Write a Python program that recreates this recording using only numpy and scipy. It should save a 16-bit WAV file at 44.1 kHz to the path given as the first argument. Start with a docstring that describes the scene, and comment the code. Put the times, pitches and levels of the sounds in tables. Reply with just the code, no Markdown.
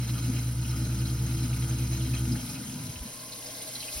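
"""A garbage disposal hums and churns under a running kitchen tap, its rotor tones beating against
the mains hum. Switched off at 2.33 s, it shudders and coasts to a stop, its harmonics sliding down.
The water keeps hissing and spattering, ringing the sink and washing hollowly down the drain.
Near the end the spray swells and the sound grows brighter."""
import sys
import numpy as np
from scipy import signal
from scipy.fft import rfft, irfft
from scipy.io import wavfile
from scipy.ndimage import uniform_filter1d

SR = 44100
rng = np.random.default_rng(int(sys.argv[2]) if len(sys.argv) > 2 else 0)


def put_to_file(sound):
    """Save the sound as 16-bit audio at rate SR, in the file named by the first command-line argument."""
    columns = np.atleast_2d(sound).T  # one column per channel
    safe = np.clip(columns, -1, 1)
    whole_steps = np.round(safe * 32767)
    wavfile.write(sys.argv[1], SR, whole_steps.astype(np.int16))


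N = 176400
T = np.arange(N) / SR
HZ = np.fft.rfftfreq(N, 1 / SR)

# hollow modes of the grinding chamber (pitch [Hz], width [Hz], relative level [dB])
CHAMBER_MODES = [(845, 140, -3.5), (1248, 66, -1), (1440, 190, 0)]
# ringing modes of the sink (pitch [Hz], width [Hz], relative level [dB])
SINK_MODES = [(2233, 160, -7.5), (2540, 50, -2), (2844, 61, -3), (3072, 35, -4.5), (3200, 30, 2),
              (4080, 360, -3), (5040, 51, 0), (5316, 85, 0.5), (6285, 190, 2)]
# swell shared by the spray and its drops (time [s], level [dB])
SPRAY_SWELL = [(0, -45.5), (1.4, -45), (1.55, -43.5), (1.9, -44.5), (2.35, -43), (3, -44.5), (3.8, -41),
               (4, -35.5)]


def amp(db):
    """Decibels to gain."""
    return 10 ** (np.asarray(db) / 20)


def unit(x):
    """Scales to rms 1."""
    return x / np.sqrt(np.mean(abs(x) ** 2) + 1e-20)


def by_hz(points, hz=HZ):
    """Reads a table along log frequency."""
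    f, value = np.transpose(points)
    return np.interp(np.log(hz + 1), np.log(f + 1), value)


def level(points):
    """Gain envelope from (time [s], level [dB]) points."""
    return amp(np.interp(T, *np.transpose(points)))


def drift(rate_hz):
    """Slow random motion of rms 1."""
    return unit(irfft(rfft(rng.standard_normal(N)) / (1 + (HZ / rate_hz) ** 2), N))


def resonances(modes):
    """Gain curve with one peak for each mode."""
    return sum(amp(db) / (1 + (2 * (HZ - hz) / width) ** 2) for hz, width, db in modes)


def rush(gain, patchy_db, ripple_db=0., size=(7, 7)):
    """Two coloured noises with flickering patches (size: bands, frames) and the ripple of reflections."""
    bands = signal.stft(rng.standard_normal((2, N)), nperseg=256, noverlap=192)[2]
    patches = uniform_filter1d(rng.standard_normal(bands.shape[1:]), size[0], axis=0)
    patches = unit(uniform_filter1d(patches, size[1], axis=1))
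    noise = signal.istft(bands * amp(patchy_db * patches), nperseg=256, noverlap=192)[1][:, :N]
    ripple = unit(uniform_filter1d(rng.standard_normal(len(HZ)), size=180))
    return unit(irfft(rfft(noise) * gain * amp(ripple_db * ripple), N))


def motor():
    """Rotor and mains tones beat while powered; then rotor harmonics slide down through the housing."""
    # running tones, each a sum of two frequencies (rotor multiple, mains multiple)
    tones = [(1, 0), (0, 1), (2, 0), (3, 0), (2, 1), (3, 1), (5, 0), (7, 0)]
    # strength of each tone with the rotor running free (level [dB])
    tone_levels = [-35.5, -32, -36.5, -47, -53.5, -55, -45, -61]
    # response of the housing (frequency [Hz], gain [dB])
    housing = [(30, -34), (55, -14), (85, -8), (135, 0), (190, -10), (245, -0.5), (315, -16.5), (400, -24)]
    loaded_hz, free_hz, mains_hz = 63.8, 65., 120.
    clear_s, off_s, coast_s, release_s = 1.06, 2.33, .77, .069
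    load_db, coast_db, idle_hum_db = -4, -44, -56
    load = np.clip(1 - T / clear_s, 0, 1)  # the pitch creeps up as the load clears
    since_off = np.maximum(T - off_s, 0)
    rotor_hz = (free_hz + (loaded_hz - free_hz) * load) * np.clip(1 - since_off / coast_s, 0, 1)
    rotor_phase = 2 * np.pi * np.cumsum(rotor_hz) / SR
    mains_phase = 2 * np.pi * mains_hz * T
    power = np.exp(-since_off / release_s)
    hum = amp(idle_hum_db) * np.cos(mains_phase)
    for (k, m), db in zip(tones, tone_levels):
        waver = .045 * (k + m)
        gain = power * amp(db + load_db * load * np.sqrt(k)) * (1 + waver * drift(2.3))
        hum += gain * np.cos(k * rotor_phase + m * mains_phase + waver * drift(1.5))
    coasting = (1 - power) * np.minimum(rotor_hz / 6, 1)
    for k in range(1, 11):
        emphasis = np.exp(-((k - 6) / 3) ** 2 / 2)  # centred on the sixth harmonic
        gain = coasting * emphasis * amp(coast_db + by_hz(housing, k * rotor_hz))
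        flutter = 1 + .28 * drift(14)
        hum += gain * flutter * np.cos(k * rotor_phase + 2 * np.pi * rng.random() + .28 * drift(10))
    return np.sqrt(2) * hum


def churn():
    """Water thrown about in the grinding chamber makes a low, surging rumble."""
    # colour of the rumble (frequency [Hz], relative level [dB])
    colour = [(28, -68), (60, -10), (100, -6.5), (145, 2.5), (175, -0.5), (215, -1.5), (255, 4.5),
              (295, -6), (330, -5.5), (365, -24.5), (500, -20), (900, -46)]
    # its surges (time [s], level [dB])
    surges = [(0, -40.5), (.28, -35), (.5, -43.5), (.8, -38), (2.2, -41.5), (2.32, -32.5), (2.42, -40),
              (2.7, -41.5), (2.9, -46.5), (3.06, -48), (3.14, -54), (4, -67)]
    return rush(amp(by_hz(colour)), patchy_db=.5) * level(surges) * amp(1.4 * drift(3.8))


def grind():
    """Water flung against the chamber wall makes it ring hollowly, fading as the rotor stops."""
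    # swell of the ring (time [s], level [dB])
    swell = [(0, -58), (.23, -52), (.53, -57), (.65, -53), (1.07, -52.5), (1.3, -56.5), (1.68, -49.5),
             (1.85, -57), (2.35, -52.5), (2.85, -59.5), (3.1, -68)]
    return rush(resonances(CHAMBER_MODES), patchy_db=1.) * level(swell)


def tap_water(ripple_db=1.3):
    """The tap stream rings the basin, hisses as spray and washes down the drain pipe."""
    # water striking the basin (frequency [Hz], relative level [dB])
    basin_colour = [(100, 11), (350, 11), (600, 5.5), (1000, 2.5), (1850, 3.5), (2400, 5), (3500, -2.5),
                    (6500, -0.5), (16000, -1)]
    # swell of the basin (time [s], level [dB])
    basin_swell = [(0, -45.5), (.4, -45.5), (.57, -52.5), (.72, -47), (2.35, -47.5), (3, -51.5), (4, -52)]
    # hiss of the spray (frequency [Hz], relative level [dB])
    spray_colour = [(200, -3), (1800, -7.5), (3300, -0.5), (5700, 5), (7200, 5.5), (11000, 7.5), (13000, 3),
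                    (15600, -4.5)]
    # hollow wash of the drain (frequency [Hz], relative level [dB])
    drain_colour = [(15, -42), (95, -21), (280, 6.5), (400, -10.5), (550, -4), (850, -0.5), (1300, -23),
                    (1850, -21), (5000, -2.5), (9000, -15.5)]
    # swell of the drain (time [s], level [dB])
    drain_swell = [(0, -58), (2, -55), (2.6, -53.5), (3.2, -53), (3.55, -47), (3.8, -48.5), (4, -50.5)]
    # modes of the drain pipe (pitch [Hz], width [Hz], relative level [dB])
    pipe_modes = [(488, 62, 0), (628.6, 56, 4.5), (1607, 104, -9.5), (2064, 93, -3)]
    basin = rush(amp(by_hz(basin_colour)), patchy_db=1., ripple_db=ripple_db)
    basin += amp(-1) * rush(resonances(SINK_MODES), patchy_db=2.5, size=(5, 14))
    spray = rush(amp(by_hz(spray_colour)), patchy_db=1.58, ripple_db=ripple_db)
    drain = rush(amp(by_hz(drain_colour)), patchy_db=1.5, ripple_db=ripple_db)
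    drain += amp(-3) * rush(resonances(pipe_modes), patchy_db=3., size=(3, 30))
    basin *= level(basin_swell) * amp(1.9 * drift(25))
    spray *= level(SPRAY_SWELL) * amp(.91 * drift(15))
    return basin + spray + drain * level(drain_swell)


def splat(hz, width, rise_s, fade_s, size=4096):
    """One water impact: a noise burst round a pitch, its width a fraction of that pitch."""
    t, f = np.arange(size) / SR, np.fft.rfftfreq(size, 1 / SR)
    band = np.minimum(f / hz, 1) / (1 + ((f - hz) / (width * hz)) ** 2)
    noise = unit(irfft(rfft(rng.standard_normal((2, size))) * band))
    return noise * (1 - np.exp(-t / rise_s)) * np.exp(-t / fade_s)


def drops(per_s=380, pitches=24, spread_db=6):
    """Small drops land at random, a fine patter that follows the spray."""
    patter = np.zeros((2, N))
    for hz in np.geomspace(3000, 9000, pitches):
        lands = rng.random(N) < per_s / pitches / SR
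        hits = lands * amp(spread_db * np.minimum(rng.exponential(1, N), 2.5))
        tick = splat(hz, width=.12, rise_s=.00015, fade_s=.0032)
        patter += signal.oaconvolve(hits[None], tick, axes=1)[:, :N]
    return unit(patter) * level(SPRAY_SWELL) * amp(-10)


def splashes(rise_s=.000966, direct_db=-11):
    """Larger splashes and rattles, heard partly direct and partly through the sink and chamber modes."""
    # single impacts (time [s], relative level [dB], pitch [Hz])
    impacts = [(.08, -43, 4100), (.155, -49, 1400), (.18, -43.5, 4450), (.247, -44.5, 2740),
               (.364, -41.5, 2590), (.645, -43, 2750), (.69, -43, 5300), (.732, -47, 1260),
               (.99, -43, 5180), (1.054, -42.5, 4160), (1.095, -49, 4100), (1.43, -45.5, 4050),
               (1.515, -48, 4100), (1.53, -43.5, 2450), (1.825, -47.5, 2700), (2.005, -43, 3190),
               (2.137, -43, 2530), (2.165, -42.5, 2850), (2.319, -38.5, 4920), (2.353, -41.5, 1890),
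               (2.355, -50, 800), (2.553, -43, 2580), (2.956, -43, 2740), (3.138, -36, 9500),
               (3.32, -39.5, 4340), (3.46, -42.5, 5300), (3.621, -31, 9600), (3.674, -44, 3970),
               (3.754, -38, 4100), (3.804, -38, 4220), (3.827, -40.5, 2760), (3.883, -41, 2620),
               (3.926, -38, 4370), (3.969, -43, 2600)]
    hits = np.zeros((2, N))
    for s, db, hz in impacts:
        hit = amp(db + 6) * splat(hz, width=.16, rise_s=rise_s, fade_s=.013)
        start = round((s - rise_s) * SR)
        hits[:, start:start + hit.shape[1]] += hit[:, :N - start]
    modes = sum(amp(db) / (1 + 2j * (HZ - hz) / width) for hz, width, db in SINK_MODES + CHAMBER_MODES)
    ring = irfft(modes + amp(direct_db), N)[None, :4096]
    return signal.oaconvolve(hits, ring, axes=1)[:, :N]


def knocks():
    """Soft low knocks, each a few cycles of one pitch; the strongest is the shudder at switch-off."""
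    # bell-shaped thuds (time [s], pitch [Hz], level [dB], half-length [s])
    thuds = [(.3, 159, -34, 0.0094), (.297, 255, -36, .012), (2.322, 247.6, -31, 0.036),
             (3.018, 57.4, -34, 0.014), (3.059, 220, -38, 0.0071), (3.54, 280, -47, 0.01),
             (3.969, 57.7, -37, 0.013)]
    return np.sqrt(2) * sum(amp(db) * np.exp(-((T - s) / half_s) ** 2) * np.cos(2 * np.pi * hz * (T - s))
                            for s, hz, db, half_s in thuds)


def whistle():
    """The flowing water whistles faintly: a breathy band of noise that creeps upward near the end."""
    # path of the whistle (time [s], pitch [Hz], level [dB])
    glide = [(2.5, 962, -59), (3.25, 1038, -53.5), (4, 1095, -59)]
    s, hz, db = np.transpose(glide)
    phase = 2 * np.pi * np.cumsum(np.interp(T, s, hz)) / SR
    breath = [unit((drift(50) + 1j * drift(58)) * np.exp(1j * phase)).real for _ in range(2)]
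    return amp(np.interp(T, s, db)) * np.array(breath)


def widen(water):
    """Spreads the water left and right; in two treble bands the two sides stand in opposite phase."""
    # how much the two sides share (frequency [Hz], coherence [0-1])
    coherence = [(150, 1), (330, .98), (600, .35), (1300, .4), (1850, .85), (3000, .4), (4600, .55),
                 (6600, .86), (7000, .99), (8100, .99), (8500, .75), (10500, .97), (12000, .82),
                 (13000, .99), (15500, .75)]
    # phase offset between the sides (frequency [Hz], left minus right [rad])
    offset = [(2200, 0), (4200, 1), (5300, .35), (6900, 3.1), (8100, 3.2), (9800, 6.25), (11600, 6.5),
              (12500, 9.4), (14400, 9.45), (15400, 12.4)]
    # lean to the left (frequency [Hz], left minus right [dB])
    tilt = [(120, .5), (280, 2.9), (600, 2.4), (1200, .9), (3000, .1)]
    left, unrelated = rfft(water)
    same = by_hz(coherence)
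    right = (same * left + np.sqrt(1 - same ** 2) * unrelated) * np.exp(-1j * by_hz(offset))
    lean = amp(by_hz(tilt) / 2)
    return irfft(np.array([left * lean, right / lean]), N)


def scene():
    """Motor and knocks sit in the middle; the water spreads around them."""
    water = churn() + grind() + tap_water() + drops() + splashes() + whistle()
    return motor() + knocks() + widen(water)


def record(dry):
    """A steep low-pass takes off the very top of the hiss."""
    lowpass = signal.firwin(511, 15950, window=("kaiser", 9), fs=SR)
    return signal.oaconvolve(dry, lowpass[None], "same")


dry = scene()
out = record(dry)
put_to_file(out)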